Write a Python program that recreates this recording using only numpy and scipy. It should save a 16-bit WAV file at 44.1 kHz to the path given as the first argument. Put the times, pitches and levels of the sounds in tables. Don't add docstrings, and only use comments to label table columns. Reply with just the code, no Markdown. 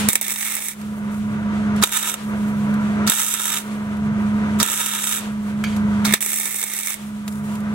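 import sys
import numpy as np
from scipy import signal
from scipy.fft import rfft, irfft, next_fast_len
from scipy.io import wavfile
from scipy.ndimage import uniform_filter1d, map_coordinates

SR = 44100
rng = np.random.default_rng(int(sys.argv[2]) if len(sys.argv) > 2 else 0)


def unload_wav(signal):
    wavfile.write(
        sys.argv[1],
        SR,
        np.round(np.clip(np.atleast_2d(signal).T, -1, 1) * 32767).astype(np.int16),
    )


N = 341334

# t/s, hiss/dB, fizz/dB, hum change/dB
OPENING = [(0, -22, -29, -5.5), (0.087, -26, -51.5, 2)]
# f/Hz, likeness
RUSH_LIKENESS = [(60, 0.69), (250, 0.86), (600, 0.68), (1500, 0.94), (4000, 0.044)]
ARC_LIKENESS = [(500, 1), (2500, 0.63), (5000, 0.46), (10000, 0.29), (15000, 0.16)]
# f/Hz, left over right/dB
WELD_BALANCE = [(60, 5.5), (150, -2.5), (380, 16), (950, -5), (2380, -1), (5980, -2.5), (15000, -5.5)]
WELD_LEFT_LATE_S = 5.7e-5


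def amp(db):
    return 10 ** (np.asarray(db) / 20)


def unit(x):
    return x / np.sqrt(np.mean(x ** 2) + 1e-20)


def along(points, hz):
    freqs, values = np.transpose(points)
    return np.interp(np.log(hz + 1), np.log(freqs + 1), values)


def curves(rows, **ends):
    times, *columns = np.transpose(rows)
    return [np.interp(np.arange(N) / SR, times, column, **ends) for column in columns]


def wobble(rate):
    return map_coordinates(rng.standard_normal(int(N * rate / SR) + 4), [np.arange(N) * rate / SR])


def filtered(x, response):
    size = next_fast_len(N + 8192)
    return irfft(rfft(x, size) * response(np.fft.rfftfreq(size, 1 / SR)), size)[..., :N]


def coloured(x, spectrum):
    return filtered(x, lambda hz: unit(amp(along(spectrum, hz))))


def placed(x, balance, left_late_s):
    side = np.array([[.5], [-.5]])
    return filtered(x, lambda hz: amp(side * along(balance, hz))
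                    * np.exp(-2j * np.pi * hz * side * left_late_s))


def stereo_noise(likeness):
    def shares(hz):
        angle = np.arccos(np.clip(along(likeness, hz), -1, 1)) / 2
        return np.array([np.cos(angle), np.sin(angle)])
    mid, side = filtered(rng.standard_normal((2, N)), shares)
    return np.array([mid + side, mid - side])


def bursts(times, db, t60):
    powers = np.bincount(np.clip(np.asarray(times) * SR, 0, N - 1).astype(int), amp(db) ** 2, N)
    return np.sqrt(np.abs(signal.lfilter([1], [1, -amp(-120 / (t60 * SR))], powers)))


def dipped(full_db, deep_share, slow_share):
    # start/s, end/s, deep dip at start/dB, deep dip at end/dB, added slow dip/dB
    dips = [(0.089, 0.714, -13, -17.5, -9.5), (1.827, 2.162, -17.5, -15, -5), (3.093, 3.6, -17, -12, -7),
            (4.623, 5.155, -12, -11.5, -8), (6.138, 6.92, -9, -17, -12)]
    drop_s, return_s, climb_db_per_s = 0.0053, 0.11, 12.5
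    jump_s = 5.767
    t, deep_db, slow_db = np.arange(N) / SR, np.zeros(N), curves(OPENING)[2]
    for start, end, first_db, last_db, slow_dip_db in dips:
        fall = np.clip((t - start) / drop_s, 0, 1)
        release = np.clip(1 - (t - end) / return_s, 0, 1)
        deep_db += np.interp(t, [start, end], [first_db, last_db]) * fall * release
        climb_db = np.minimum(slow_dip_db + climb_db_per_s * np.maximum(t - end - return_s, 0), 0)
        jumped = (start < jump_s) & (t > jump_s)
        slow_db = np.where(t > start, fall * climb_db * ~jumped, slow_db)
    return full_db + deep_share * deep_db + slow_share * slow_db


def fan():
    rush_colour = [(150, -15), (250, -2.5), (423, -1.5), (498, -5.5), (609, -3.5), (708, -2), (812, -13.5),
                   (980, 1.5), (1070, -9.5), (1140, -2.5), (1580, -4.5), (1740, -11), (1980, -9.5),
                   (5000, -32.5), (6500, -29), (11000, -120)]
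    hum_db = dipped(-19.5, deep_share=1.004, slow_share=0.93) + .7 * wobble(5)
    rush_db = dipped(-31.5, deep_share=0.42, slow_share=1.08) + .7 * wobble(5)
    blade_hz = 209.55 + 1.063 * wobble(8)
    phase = 2 * np.pi * np.cumsum(blade_hz) / SR + 0.022 * wobble(30)
    blades = np.sqrt(2) * np.sin(phase) + amp(-27) * np.sin(2 * phase)
    hum = amp(hum_db + 0.68 * wobble(28)) * blades * amp([[-1.1], [1.1]])
    rush = amp(rush_db + 1.35 * wobble(15)) * coloured(stereo_noise(RUSH_LIKENESS), rush_colour)
    return hum + rush


def motor():
    shaft_tones = [(2, -19.5), (3, -6.5), (4, -2.5), (5, -5), (6, 0), (12, -11)]
    rumble_colour = [(20, -45), (40, -16), (80, -17), (160, -4.5), (200, 3.5), (240, -17), (300, -62)]  # f/Hz, level/dB
    shaft_hz = 24.02
    level_db = dipped(-33, deep_share=1, slow_share=1.04) + .7 * wobble(5)
    phase = 2 * np.pi * shaft_hz * np.arange(N) / SR
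    drone = sum(amp(db + 2.9 * wobble(9)) * np.sin(multiple * phase + 1.44 * wobble(8))
                for multiple, db in shaft_tones)
    return amp(level_db) * (drone + coloured(stereo_noise(RUSH_LIKENESS), rumble_colour))


def hiss_and_fizz():
    # t/s, peak/dB, t60/s
    puffs = [(0.69, -41.5, 1.3), (1.75, -36, 0.83), (2.13, -41.5, 2.1), (3.575, -35, 0.83),
             (5.18, -32.5, 0.63), (5.66, -36, 0.46), (6.925, -40, 1.2), (7.42, -45, 0.78)]
    fizzes = [(0.69, -42, 0.93), (0.88, -55.5, 3.4), (1.1, -47.5, 0.76), (1.22, -63, 0.4), (2.13, -46, 3.3),
              (2.4, -59, 5.1), (3.575, -42, 1.05), (3.9, -65, 4.5), (4.17, -58, 4.5), (5.18, -44, 0.81),
              (5.4, -57, 9.9), (5.63, -58, 0.61), (6.925, -46.5, 2), (7.26, -45.5, 1.4), (7.42, -52, 0.69)]
    # f/Hz, level/dB
    hiss_colour = [(2500, -4.5), (3500, -6), (5000, -13.5), (8000, -11), (12000, -20), (16000, -39)]
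    fizz_colour = [(4500, -13), (7000, -6.5), (9000, -3.5), (12000, -8), (15500, -12)]
    swells = [sum(bursts([s], [db], np.clip(t60, .05, 9)) for s, db, t60 in rows)
              for rows in (puffs, fizzes)]
    softened = uniform_filter1d(swells, size=1300, origin=649)
    puff_gain, fizz_gain = amp(curves(OPENING, right=-120)[:2]) + softened
    dip = amp(dipped(0, deep_share=0.22, slow_share=0))
    steady = amp(dipped(-45, deep_share=0.091, slow_share=0.76))
    hiss_noise, fizz_noise = rng.standard_normal((2, 2, N))
    hiss = np.hypot(steady, dip * puff_gain) * amp(2.2 * wobble(18)) * coloured(hiss_noise, hiss_colour)
    fizz = dip * fizz_gain * amp(1.8 * wobble(40)) * coloured(fizz_noise, fizz_colour)
    return hiss + fizz


def burn(rows):
    rise_s, fall_s, edge_db = .005, 0.039, -22.5
    (start, first_db), (end, last_db) = rows[0], rows[-1]
    rows = [(start - rise_s, first_db + edge_db), *rows, (end + fall_s, last_db + edge_db)]
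    return amp(curves(rows, left=-120, right=-120)[0])


def arc_loudness():
    arcs = [
        [(0.218, -24), (0.26, -29), (0.31, -21), (0.35, -27), (0.44, -24), (0.54, -26), (0.6, -28.5),
         (0.66, -27), (0.712, -30.5)],
        [(1.92, -22), (1.97, -18.5), (2.01, -24.5), (2.05, -21), (2.09, -21.5), (2.135, -28.5)],
        [(3.1, -19.5), (3.15, -22), (3.2, -20.5), (3.26, -23), (3.44, -23.5), (3.55, -18.5), (3.585, -22)],
        [(4.635, -19), (4.66, -22), (4.83, -22.5), (5.04, -23.5), (5.13, -21.5), (5.195, -29)],
        [(6.21, -23), (6.25, -26), (6.3, -24), (6.42, -24), (6.54, -27), (6.6, -27), (6.66, -30), (6.78, -25),
         (6.84, -28), (6.9, -24.5), (6.942, -28.5)],
    ]
    low_parts = [-9, -7.5, -8.5, -8, -9.5]
    flares = [(0.095, 0.15, -20, -32.5, -8), (0.154, 0.2, -33, -41.5, -1.5), (1.819, 1.92, -24.5, -36, -4),
              (3.068, 3.09, -26.5, -20.5, -2), (4.589, 4.637, -30, -24, -4.5), (6.048, 6.085, -22, -29, -2),
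              (6.073, 6.16, -30, -32.5, 4)]
    burns = [(burn(rows), low_db) for rows, low_db in zip(arcs, low_parts)]
    burns += [(burn([(start, first_db), (end, last_db)]), low_db)
              for start, end, first_db, last_db, low_db in flares]
    return np.max([(gain, gain * amp(low_db)) for gain, low_db in burns], axis=0)


def spits(sizzle, strays=180):
    drops = [(0.0871, 2.5, -17), (0.1315, -7, -18), (0.1552, 0, -12.5), (0.213, -7, -22),
             (0.2809, -12.5, -15), (0.3143, -13, -16), (0.3208, -14.5, -12), (0.3602, -20, -2.5),
             (0.4285, -16, -7), (0.4684, -22, -24), (0.5221, -17, -8), (0.543, -17, -9), (0.5526, -12, -21),
             (0.5797, -20, -10), (0.6226, -20, -8), (0.6845, -12.5, -16.5), (1.8238, -20, -5),
             (1.8362, 4, -7.5), (1.8732, -15, -19), (1.9176, -17, -15), (1.934, -12, -9),
             (1.9704, -15, -18), (2.0283, -11, -20), (2.0802, -22, -16), (2.1412, -11.5, -11),
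             (3.0749, -8, -11), (3.0983, 0.5, -13), (3.1198, -6.5, -10), (3.1357, -10, -15),
             (3.1517, -18, -26), (3.3393, -9, -20), (3.3727, -28, -13), (3.455, -9, -14), (4.5999, -14, -3),
             (4.6288, 3, -15), (4.6627, -12, -22), (4.7001, -12, -16), (4.7186, -11, -20),
             (4.7949, -14, -13), (4.8054, -11, -10), (4.8618, -9, -18), (4.9136, -19, -13),
             (4.9361, -14, -10), (5.0399, -15.5, -6), (5.0713, -10, -12), (5.0992, -22, -8),
             (5.1391, -23, -11), (5.197, -24, -8), (6.1252, -10, -9), (6.1377, 4.5, -9), (6.207, -16.5, -9),
             (6.219, -18, -17), (6.2255, -10.5, -13), (6.2619, -10, -14), (6.3033, -22, -17),
             (6.3322, -13, -8), (6.3981, -12.5, -23), (6.4555, -12.5, -13), (6.4719, -18, -18),
             (6.5438, -15, -17), (6.5617, -14, -21), (6.6286, -12.5, -11), (6.6385, -10, -20),
             (6.7363, -13.5, -27), (6.7887, -13, -18), (6.7987, -18, -19), (6.8615, -14, -26),
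             (6.8715, -12.5, -15), (6.9049, -15, -9.5)]
    when, strength = rng.random((strays, 2)).T
    stray_s = when * (N - 1) / SR
    stray_db = 20 * np.log10(sizzle[(stray_s * SR).astype(int)]) + 2.5 - 2 * np.log(1 - strength)
    stray_low_db = np.full(strays, -11)
    return np.transpose([*drops, *zip(stray_s, stray_db, stray_low_db)])


def crackle():
    pulse_hz = 120
    when, chance, strength = rng.random((5000, 3)).T
    times = when * N / SR
    times = np.where(chance < .25, np.round(times * pulse_hz) / pulse_hz, times)
    return unit(bursts(times, 14 * strength ** 3, t60=.012))


def arc():
    # f/Hz, level/dB
    below_colours = [(470, -48), (800, -15), (972, -20.5), (1200, -11.5), (1510, -10.5), (2170, -2),
                     (3040, -13), (3560, -5), (4800, -19), (6240, -14.5), (10600, -120)], [(2820, -54),
                     (4800, -41), (5180, -11.5), (6930, -2.5), (8230, 8), (8790, -1), (9570, 5),
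                     (11000, -1.5), (11900, 0), (14000, -3.5), (16000, -3)]
    top_colours = [(410, -24), (700, -23), (765, -15), (966, -4.5), (1110, -11), (1290, 3), (2060, -5),
                   (3770, 1), (4800, -22.5), (6240, -34), (10600, -120)], [(2820, -77), (4800, -24),
                   (5530, -11.5), (6900, -8.5), (7710, -1), (7940, -3.5), (9010, -6.5), (12100, -9.5),
                   (13500, -10), (15200, -21), (16000, -7)]
    thud_colour = [(150, -40), (330, -4), (600, -3), (950, -1), (1600, -25), (3000, -120)]  # f/Hz, level/dB
    sizzle, body = arc_loudness()
    spit_s, peak_db, low_db = spits(sizzle)
    frying = crackle()
    snap = bursts(spit_s, peak_db, t60=.007)
    snap_tail = bursts(spit_s, peak_db - 8, t60=.025)
    high_fry = sizzle * amp(1.1 * wobble(22)) * unit(1 + frying)
    low_fry = body * amp(1.5 * wobble(15)) * unit(1.1 + frying)
    high = np.sqrt(high_fry ** 2 + snap ** 2 + snap_tail ** 2)
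    low = np.hypot(low_fry, bursts(spit_s, peak_db + low_db, t60=.022))
    noise, t = stereo_noise(ARC_LIKENESS), np.arange(N) / SR
    on_top = (t > 1.7) & (t < 5.5)
    thuds = bursts(spit_s, peak_db - 27.5, t60=0.034)
    sound = coloured(thuds * stereo_noise(RUSH_LIKENESS), thud_colour)
    for (dull, bright), when in ((below_colours, ~on_top), (top_colours, on_top)):
        sound += coloured(when * low * noise, dull) + coloured(when * high * noise, bright)
    return placed(sound, WELD_BALANCE, WELD_LEFT_LATE_S)


def spatter_ticks():
    ticks = [(0.8144, -37), (1.143, -40), (1.7623, -34), (2.7397, -35.5), (3.9692, -43), (4.2198, -46),
             (5.6389, -26), (5.7644, -31), (7.2788, -25), (7.3244, -39), (7.3554, -41), (7.5537, -35.5),
             (7.6044, -42)]
    tick_colour = [(470, -29.5), (800, -10), (2210, -10.5), (6410, -16.5), (7360, -11), (11600, -14),
                   (14800, -19), (16000, -60.5)]
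    gain = bursts(*np.transpose(ticks), t60=0.037)
    return coloured(gain * stereo_noise([(1000, 0.13)]), tick_colour)


def wire_scratches():
    scratches = [(1.8257, -11), (3.0747, -14.5), (4.6006, -11.5), (4.6086, -18.5), (6.0514, -14)]  # t/s, peak/dB
    scratch_colour = [(470, -41), (800, -7.5), (1390, 7), (2730, -14), (3740, 2.5), (8230, -2.5),
                      (16000, -14)]
    gain = bursts(*np.transpose(scratches), t60=0.067)
    sound = coloured(gain * stereo_noise(ARC_LIKENESS), scratch_colour)
    return placed(sound, WELD_BALANCE, WELD_LEFT_LATE_S)


def pipe_knocks():
    knocks = [(5.639, -28.5), (5.724, -43.5)]  # t/s, level/dB
    pipe_tones = [(1530, 0, 0.19), (1900, -10, 0.27), (2330, 4, 0.14), (3140, -0.5, 0.24), (4540, -2, 0.13),
                  (6130, -15, 0.22), (6600, -14, 0.28)]
    clanks, t = np.zeros(N + SR), np.arange(SR // 4) / SR
    for start, knock_db in knocks:
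        for hz, tone_db, t60 in pipe_tones:
            flutter = unit(uniform_filter1d(rng.standard_normal(len(t)), size=130))
            fade = amp(knock_db + tone_db - 60 * t / t60)
            clanks[round(start * SR):][:len(t)] += fade * flutter * np.sin(2 * np.pi * hz * t)
    return clanks[:N]


def echoes(x, t60):
    t = np.arange(SR // 2) / SR
    tail = rng.standard_normal((2, len(t))) * amp(-60 * t / t60)
    return signal.fftconvolve(x, tail / np.linalg.norm(tail[0]), axes=1)[:, :N]


def scene():
    welding = wire_scratches() + arc() + pipe_knocks() + spatter_ticks()
    under_car = amp(-7) * echoes(welding, t60=.03)
    garage = amp(-29) * echoes(welding, t60=.3)
    machines = placed(fan() + motor(), [(1000, 0.22)], left_late_s=-0.00018)
    return welding + under_car + garage + machines + hiss_and_fizz()


def record(dry):
    top_hz = 15800
    rounded = dry / (1 + np.abs(dry) ** 6) ** (1 / 6)
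    return np.clip(filtered(rounded, lambda hz: amp(-40 * np.clip((hz - top_hz) / 500, 0, 3))), -1, 1)


dry = scene()
out = record(dry)
unload_wav(out)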